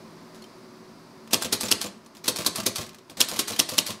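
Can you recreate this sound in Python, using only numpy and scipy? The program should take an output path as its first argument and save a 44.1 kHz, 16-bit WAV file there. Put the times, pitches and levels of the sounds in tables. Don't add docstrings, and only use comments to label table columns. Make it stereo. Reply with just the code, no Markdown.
import sys
import numpy as np
from scipy import signal
from scipy.fft import rfft, irfft
from scipy.io import wavfile
from scipy.ndimage import uniform_filter1d

SR = 44100
rng = np.random.default_rng(int(sys.argv[2]) if len(sys.argv) > 2 else 0)


def digitize_waveform(pressure):
    field = np.atleast_2d(pressure).T
    bounded = np.clip(field, -1, 1)
    quanta = np.round(bounded * 32767).astype(np.int16)
    wavfile.write(sys.argv[1], SR, quanta)


N = 176400


def undb(db):
    return 10 ** (np.asarray(db) / 20)


def unit(x):
    return x / np.sqrt(np.mean(x ** 2))


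def decay60(t, t60):
    return np.exp(-np.log(1000) * t / t60)


def high_pass(x, order, hz):
    return signal.sosfilt(signal.butter(order, hz, "high", fs=SR, output="sos"), x)


def colour(x, points):
    hz, db = np.array(points, float).T
    f = np.fft.rfftfreq(len(x), 1 / SR)
    gain = undb(np.interp(np.log(f + 1), np.log(hz), db))
    return irfft(rfft(x) * gain, len(x))


def stereo(mid, side, side_db):
    return mid + undb(side_db) * side * np.array([[1], [-1]])


def ring(x, response):
    return signal.fftconvolve(np.atleast_2d(x), np.atleast_2d(response), axes=-1)[:, :N]


def bursts(rows):
    power, t = np.zeros(N + SR), np.arange(SR // 5) / SR
    for start, db, rise, decay in rows:
        i = int(start * SR)
        shape = np.minimum(t / rise, 1) * np.exp(-np.maximum(t - rise, 0) / decay)
        power[i:i + len(t)] += (undb(db) * shape) ** 2
    return np.sqrt(power[:N])


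# [t/s, clash level/dB, thump level/dB, clash decay/s]
STROKES = [(1.3302, -13, -18, 0.01), (1.5237, -16.5, -22, 0.013), (1.7121, -12.5, -21, 0.0082),
           (2.2781, -15.5, -20.5, 0.011), (2.4611, -14.5, -23, 0.0091), (2.6610, -15, -20, 0.01),
           (3.2029, -13, -24, 0.011), (3.389, -17, -23.5, 0.012), (3.5906, -13, -22.5, 0.0083),
           (3.7790, -14, -24, 0.009)]
# [t/s, level/dB, decay/s]
ESCAPEMENT = [(1.4209, -22, 0.01), (1.6080, -23.5, 0.012), (1.8135, -25, 0.015), (2.3594, -26.5, 0.016),
              (2.5560, -26, 0.023), (2.757, -25.5, 0.016), (3.285, -27.5, 0.024), (3.4782, -26, 0.019),
              (3.6884, -26.5, 0.017), (3.862, -28.5, 0.028)]
# [t/s, rattle level/dB, thud level/dB]
DROPS = [(1.446, -25, -30), (1.631, -27.5, -27), (1.84, -32, -28), (2.385, -28, -29), (2.58, -33, -25.5),
         (2.782, -28, -29), (3.314, -33, -30.5), (3.501, -30, -31.5), (3.716, -33, -28.5),
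         (3.886, -37, -29)]
# [t/s, level/dB, decay/s]
CLINKS = [(.345, -51.5, 0.039), (0.42, -44, .004), (0.438, -43.5, 0.0044), (1.274, -46, .004),
          (1.308, -36, 0.01), (1.410, -36, 0.0069), (1.653, -31, 0.021), (1.6819, -29, 0.01),
          (1.806, -37, 0.0063), (1.859, -33.5, 0.012), (2.045, -58, .005), (2.061, -46, 0.0043),
          (2.148, -45, 0.01), (2.167, -47, 0.016), (2.239, -33.5, 0.012), (2.255, -34, 0.034),
          (2.402, -31.5, 0.014), (2.416, -36.5, 0.027), (2.446, -31.5, .007), (2.599, -26.5, 0.0075),
          (2.631, -33.5, 0.008), (2.752, -44, .007), (2.807, -32.5, 0.023), (2.863, -41, .007),
          (2.889, -42.5, .008), (2.93, -51, .005), (2.944, -44.5, 0.0086), (2.983, -48, 0.0064),
          (3.0963, -41, 0.015), (3.1694, -33, 0.012), (3.186, -41, 0.015), (3.198, -36, .007),
          (3.243, -38, 0.011), (3.334, -32, 0.019), (3.36, -30, 0.019), (3.519, -32, 0.03),
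          (3.561, -32.5, 0.0081), (3.734, -33.5, 0.026), (3.764, -42, 0.0092), (3.902, -29, 0.016)]
# [f/Hz, relative level/dB]
CLASH = [(60, -25), (200, -23.5), (400, -17.5), (1000, -6), (1500, -9), (2400, -9), (4200, 1), (5800, -3),
         (7500, -6.5), (10000, -4), (13000, -8.5), (16000, -20)]
CLICK = [(60, -35), (200, -15), (400, -3), (1100, 3), (1600, -2.5), (2800, -1), (4500, 7), (7000, 0),
         (10000, 2), (13000, -4), (16000, -14)]
RATTLE = [(60, -30), (200, 8), (500, 2), (800, -1), (1150, 3), (1500, -1.5), (2500, 1), (4200, 3.5),
          (6000, 1.5), (8000, -2.5), (12000, -5.5), (16000, -13.5)]
CLASH_RISE_S, CLICK_RISE_S, CLINK_RISE_S = 0.0037, 0.002, 0.0024
DROP_RISE_S, DROP_DECAY_S = 0.0016, 0.013
LEAD_S, LEAD_DB = 0.01, -17.5
BOUNCE_S, BOUNCE_DB = 0.01, -26
RELEASE_S, RELEASE_DB = 0.0059, -10.5


def linkage():
    clashes = [(s, db, CLASH_RISE_S, decay) for s, db, _, decay in STROKES]
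    bounces = [(s, db + BOUNCE_DB, BOUNCE_S, BOUNCE_S) for s, db in SLAPS]
    releases = [(s, db, CLICK_RISE_S, decay) for s, db, decay in ESCAPEMENT]
    drops = [(s, db, DROP_RISE_S, DROP_DECAY_S) for s, db, _ in DROPS]
    clinks = [(s, db, CLINK_RISE_S, decay) for s, db, decay in CLINKS]
    scrapes = [(s - LEAD_S, db + LEAD_DB, LEAD_S, LEAD_S) for s, db, _, _ in STROKES]
    slides = [(s - RELEASE_S, db + RELEASE_DB, RELEASE_S / 2, RELEASE_S) for s, db, _ in ESCAPEMENT]
    clash = chatter(clashes + bounces, CLASH)
    clicks = chatter(releases, CLICK)
    rattle = chatter(drops + clinks + scrapes + slides, RATTLE)
    return clash + (clicks + rattle) * contacts()


GRAIN_DB, SIDE_DB = 0.5, -11.5


def chatter(rows, spectrum):
    size = 24
    levels = np.repeat(undb(GRAIN_DB * rng.standard_normal(N // size + 1)), size)
    grains = unit(uniform_filter1d(levels, size)[:N])
    mid, side = (unit(colour(rng.standard_normal(N) * grains, spectrum)) for _ in range(2))
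    return stereo(mid, side, SIDE_DB) * bursts(rows)


CONTACTS_PER_S, CONTACT_S, CONTACT_DB = 1500, .0012, 3.5


def contacts():
    chance, size = rng.random(N), undb(CONTACT_DB * rng.standard_normal(N))
    hits = (chance < CONTACTS_PER_S / SR) * size ** 2
    power = signal.lfilter([1], [1, -np.exp(-2 / (CONTACT_S * SR))], hits)
    power = power + .1 * power.mean()
    return np.sqrt(power / uniform_filter1d(power, size=500))


# [t/s, level/dB]
SLAPS = [(1.3433, -9), (1.7240, -7.5), (3.2139, -3), (3.5999, -4.5), (3.7884, -6)]
# [f/Hz, relative level/dB, rise and decay/s]
ROLLER = [(2920, -6, 0.00077), (3196, -5.5, 0.00069), (5510, 1.5, 0.00038), (6970, -9.5, 0.00044)]


def slugs():
    out, t = np.zeros(N + SR), np.arange(SR // 50) / SR
    chances = rng.standard_normal((len(SLAPS), len(ROLLER)))
    for (s, db), chance in zip(SLAPS, chances):
        i = int(s * SR)
        for (hz, mode_db, decay), c in zip(ROLLER, chance):
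            swell = t / decay * np.exp(1 - t / decay)
            tone = np.sin(2 * np.pi * hz * (1 + 0.016 * c) * t)
            out[i:i + len(t)] += undb(db + mode_db) * swell * tone
    return out[:N]


# [t/s, level/dB]
TOUCHES = [(2.165, -53), (3.105, -43.5), (3.181, -36)]
# [f/Hz, relative level/dB]
THUD = [(40, -16), (170, -4), (250, -3.5), (400, -15.5), (520, 0), (1200, -1.5), (2500, -25)]
# [f/Hz, relative level/dB]
JOLT = [(40, -18), (85, 0), (117, 2.5), (140, -1.5), (170, 2), (240, -1.5), (330, -12), (500, 3),
        (640, -1.5), (800, -12), (1100, -2), (1500, -31), (3000, -19), (8000, -68)]
THUMP_LAG_S, PUSH_S, PUSH_CUT_HZ = 0.00298, 0.0012, 132
THUD_RISE_S, THUD_DECAY_S = 0.0083, .016
JOLT_DB, SHUDDER_DB, SHUDDER_S = -5.5, -13.5, 0.014


def case():
    t, out = np.arange(SR // 2) / SR, np.zeros(N + SR)
    chances = rng.standard_normal((len(STROKES), len(CASE), 2))
    for (s, _, db, _), chance in zip(STROKES, chances):
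        i = int((s + THUMP_LAG_S) * SR)
        out[i:i + len(t)] += undb(db) * case_ring(chance) * (1 - np.exp(-t / PUSH_S))
    pushes = high_pass(out[:N], 2, PUSH_CUT_HZ)
    falls = bursts([(s, db, THUD_RISE_S, THUD_DECAY_S) for s, *_, db in DROPS + TOUCHES])
    body = case_ring(np.zeros((len(CASE), 2)))
    thuds = colour(rng.standard_normal(N), THUD) * falls
    shake = ring(thuds, body / np.sqrt(np.sum(body ** 2)))[0]
    shudder = bursts([(s + THUMP_LAG_S, db + SHUDDER_DB, SHUDDER_S, SHUDDER_S) for s, _, db, _ in STROKES])
    jolts = unit(colour(rng.standard_normal(N), JOLT)) * (undb(JOLT_DB) * falls + shudder)
    return pushes + shake + jolts


# [f/Hz, relative level/dB, t60/s]
CASE = [(218, -17, 0.12), (252.7, -10, 0.15), (299, -2.5, 0.05), (345.5, -6, 0.078), (404, -5, 0.088),
        (508.2, -9, 0.12), (645, -12, 0.081), (1062, -13, 0.1), (1170, -21.5, 0.066)]


def case_ring(chance):
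    t, out = np.arange(SR // 2) / SR, 0
    for (hz, db, t60), (a, b) in zip(CASE, chance):
        out = out + undb(db + a) * np.sin(2 * np.pi * hz * (1 + 0.021 * b) * t) * decay60(t, t60)
    return out


# [t/s, f/Hz, level/dB]
PINGS = [(.421, 4300, -42), (.440, 3120, -43), (1.316, 5730, -36), (1.649, 7200, -25.5), (1.683, 5420, -29),
         (1.683, 3710, -31), (1.860, 7230, -32), (2.762, 4490, -27), (3.533, 4000, -27.5),
         (3.562, 3140, -33)]
PING_DECAY_S = 0.0084
LEVER_LOW_HZ, LEVER_HIGH_HZ, LEVER_DB, LEVER_DECAY_S = 2516, 12460, -14, 0.011


def springs():
    t, out = np.arange(SR // 8) / SR, np.zeros((2, N + SR))
    knocks = [(s, db) for s, db, _ in CLINKS + ESCAPEMENT + DROPS]
    tones = [(s, hz, db, PING_DECAY_S, 0) for s, hz, db in PINGS]
    for (s, db), chance in zip(knocks, rng.random((len(knocks), 4, 2))):
        for a, b in chance:
            hz = LEVER_LOW_HZ * (LEVER_HIGH_HZ / LEVER_LOW_HZ) ** a
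            tones.append((s, hz, db + LEVER_DB, LEVER_DECAY_S, b - .5))
    for s, hz, db, decay, pan in tones:
        i = int(s * SR)
        envelope = np.minimum(t / CLINK_RISE_S, 1) * np.exp(-t / decay)
        tone = undb(db) * np.sin(2 * np.pi * hz * t) * envelope
        out[:, i:i + len(t)] += np.array([[1 + pan], [1 - pan]]) * tone
    return out[:, :N]


# [f/Hz, relative level/dB, t60/s]
STEEL = [(2201, 18, 0.9), (3194, 3, 0.14), (3170, -5, .25), (3700, -50.5, .25), (4170, 15.5, 0.17),
         (4544, -10.5, 0.54), (4932, 6, 0.52), (5260, -11.5, .25), (6410, -27, 0.14), (7075, 7, 0.12),
         (8420, 47, 0.083), (9650, -22.5, .2), (11200, -33, .2)]
STEEL_DB, TAIL_SIDE_DB = -26, -7.5


def steel():
    t = np.arange(SR // 2) / SR
    mid, side = np.zeros((2, len(t)))
    for part in (mid, side):
        for hz, db, t60 in STEEL:
            phase = rng.uniform(0, 2 * np.pi)
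            part += undb(db) * np.sin(2 * np.pi * hz * t + phase) * decay60(t, t60)
    return stereo(mid, side, TAIL_SIDE_DB) * undb(STEEL_DB) / np.sqrt(np.sum(mid ** 2))


# [f/Hz, level/dB]
TAIL = [(80, -7), (160, -2), (500, -7.5), (1100, -5.5), (2000, -6), (4500, -9.5), (8000, -9.5),
        (15000, -23)]
T60_LOW_S, T60_HIGH_S, TAIL_RISE_S = 0.44, 0.34, 0.0013


def room():
    t = np.arange(SR * 3 // 4) / SR
    low_pass, tails = signal.butter(2, 2500, fs=SR, output="sos"), []
    for _ in range(2):
        noise = rng.standard_normal(len(t))
        low = signal.sosfiltfilt(low_pass, noise)
        tail = low * decay60(t, T60_LOW_S) + (noise - low) * decay60(t, T60_HIGH_S)
        tail *= 1 - np.exp(-t / TAIL_RISE_S)
        coloured = colour(np.pad(tail, SR // 10), TAIL)[SR // 10:-SR // 10]
        tails.append(coloured / np.sqrt(np.sum(tail ** 2)))
    return stereo(tails[0], high_pass(tails[1], 1, 450), TAIL_SIDE_DB)


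# [f/Hz, relative level/dB]
AIR = [(20, -15.5), (45, -26), (80, -17), (115, -3.5), (160, -9.5), (230, 3), (350, -4), (450, -8),
       (650, -5.5), (780, -12.5), (1000, -5.5), (1500, -14.5), (2200, -17.5), (3100, -24), (4800, -17),
       (7000, -27.5), (10000, -30), (15000, -37)]
# [t/s, level/dB]
AIR_DB = [(0, -45.5), (.8, -47), (1.25, -47.5), (2.1, -50.5), (3.05, -51.5), (4, -52)]
# [f/Hz, width/Hz, relative level/dB]
DRONE = [(165, 15, -12.5), (223.5, 10.6, -8.5), (372.7, 27, -7.5)]
AIR_SIDE_DB = -15.5


def room_tone():
    f = np.fft.rfftfreq(N, 1 / SR)
    mid, side = (unit(colour(rng.standard_normal(N), AIR)) for _ in range(2))
    drone = np.zeros(N)
    for hz, width, db in DRONE:
        resonance = 1 / (1 + (2 * (f - hz) / width) ** 2)
        drone += undb(db) * unit(irfft(rfft(rng.standard_normal(N)) * resonance, N))
    side = colour(side, [(30, 27), (100, -24), (300, 1.5), (1000, 9.5), (8000, 8.5)])
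    fade = undb(np.interp(np.arange(N) / SR, *np.array(AIR_DB).T))
    return stereo(undb(-2.5) * mid + drone, side, AIR_SIDE_DB) * fade


LOW_CUT_HZ, SLAP_ROOM_DB, CASE_ROOM_DB = 76, -13.5, -1.5
BALANCE_DB = .5


def scene():
    levers, slaps = linkage(), slugs()
    thumps = high_pass(case(), 3, LOW_CUT_HZ)
    levers_mono = levers.mean(axis=0)
    into_room = levers_mono + undb(SLAP_ROOM_DB) * slaps + undb(CASE_ROOM_DB) * thumps
    machine = levers + springs() + slaps + thumps + ring(levers_mono, steel())
    balance = undb(np.array([[BALANCE_DB], [-BALANCE_DB]]) / 2)
    return (machine + ring(into_room, room()) + room_tone()) * balance


TOP_HZ = 15600


def record(dry):
    low_pass = signal.ellip(10, .2, 90, TOP_HZ, fs=SR, output="sos")
    return signal.sosfilt(low_pass, np.clip(dry, -1, 1))


dry = scene()
out = record(dry)
digitize_waveform(out)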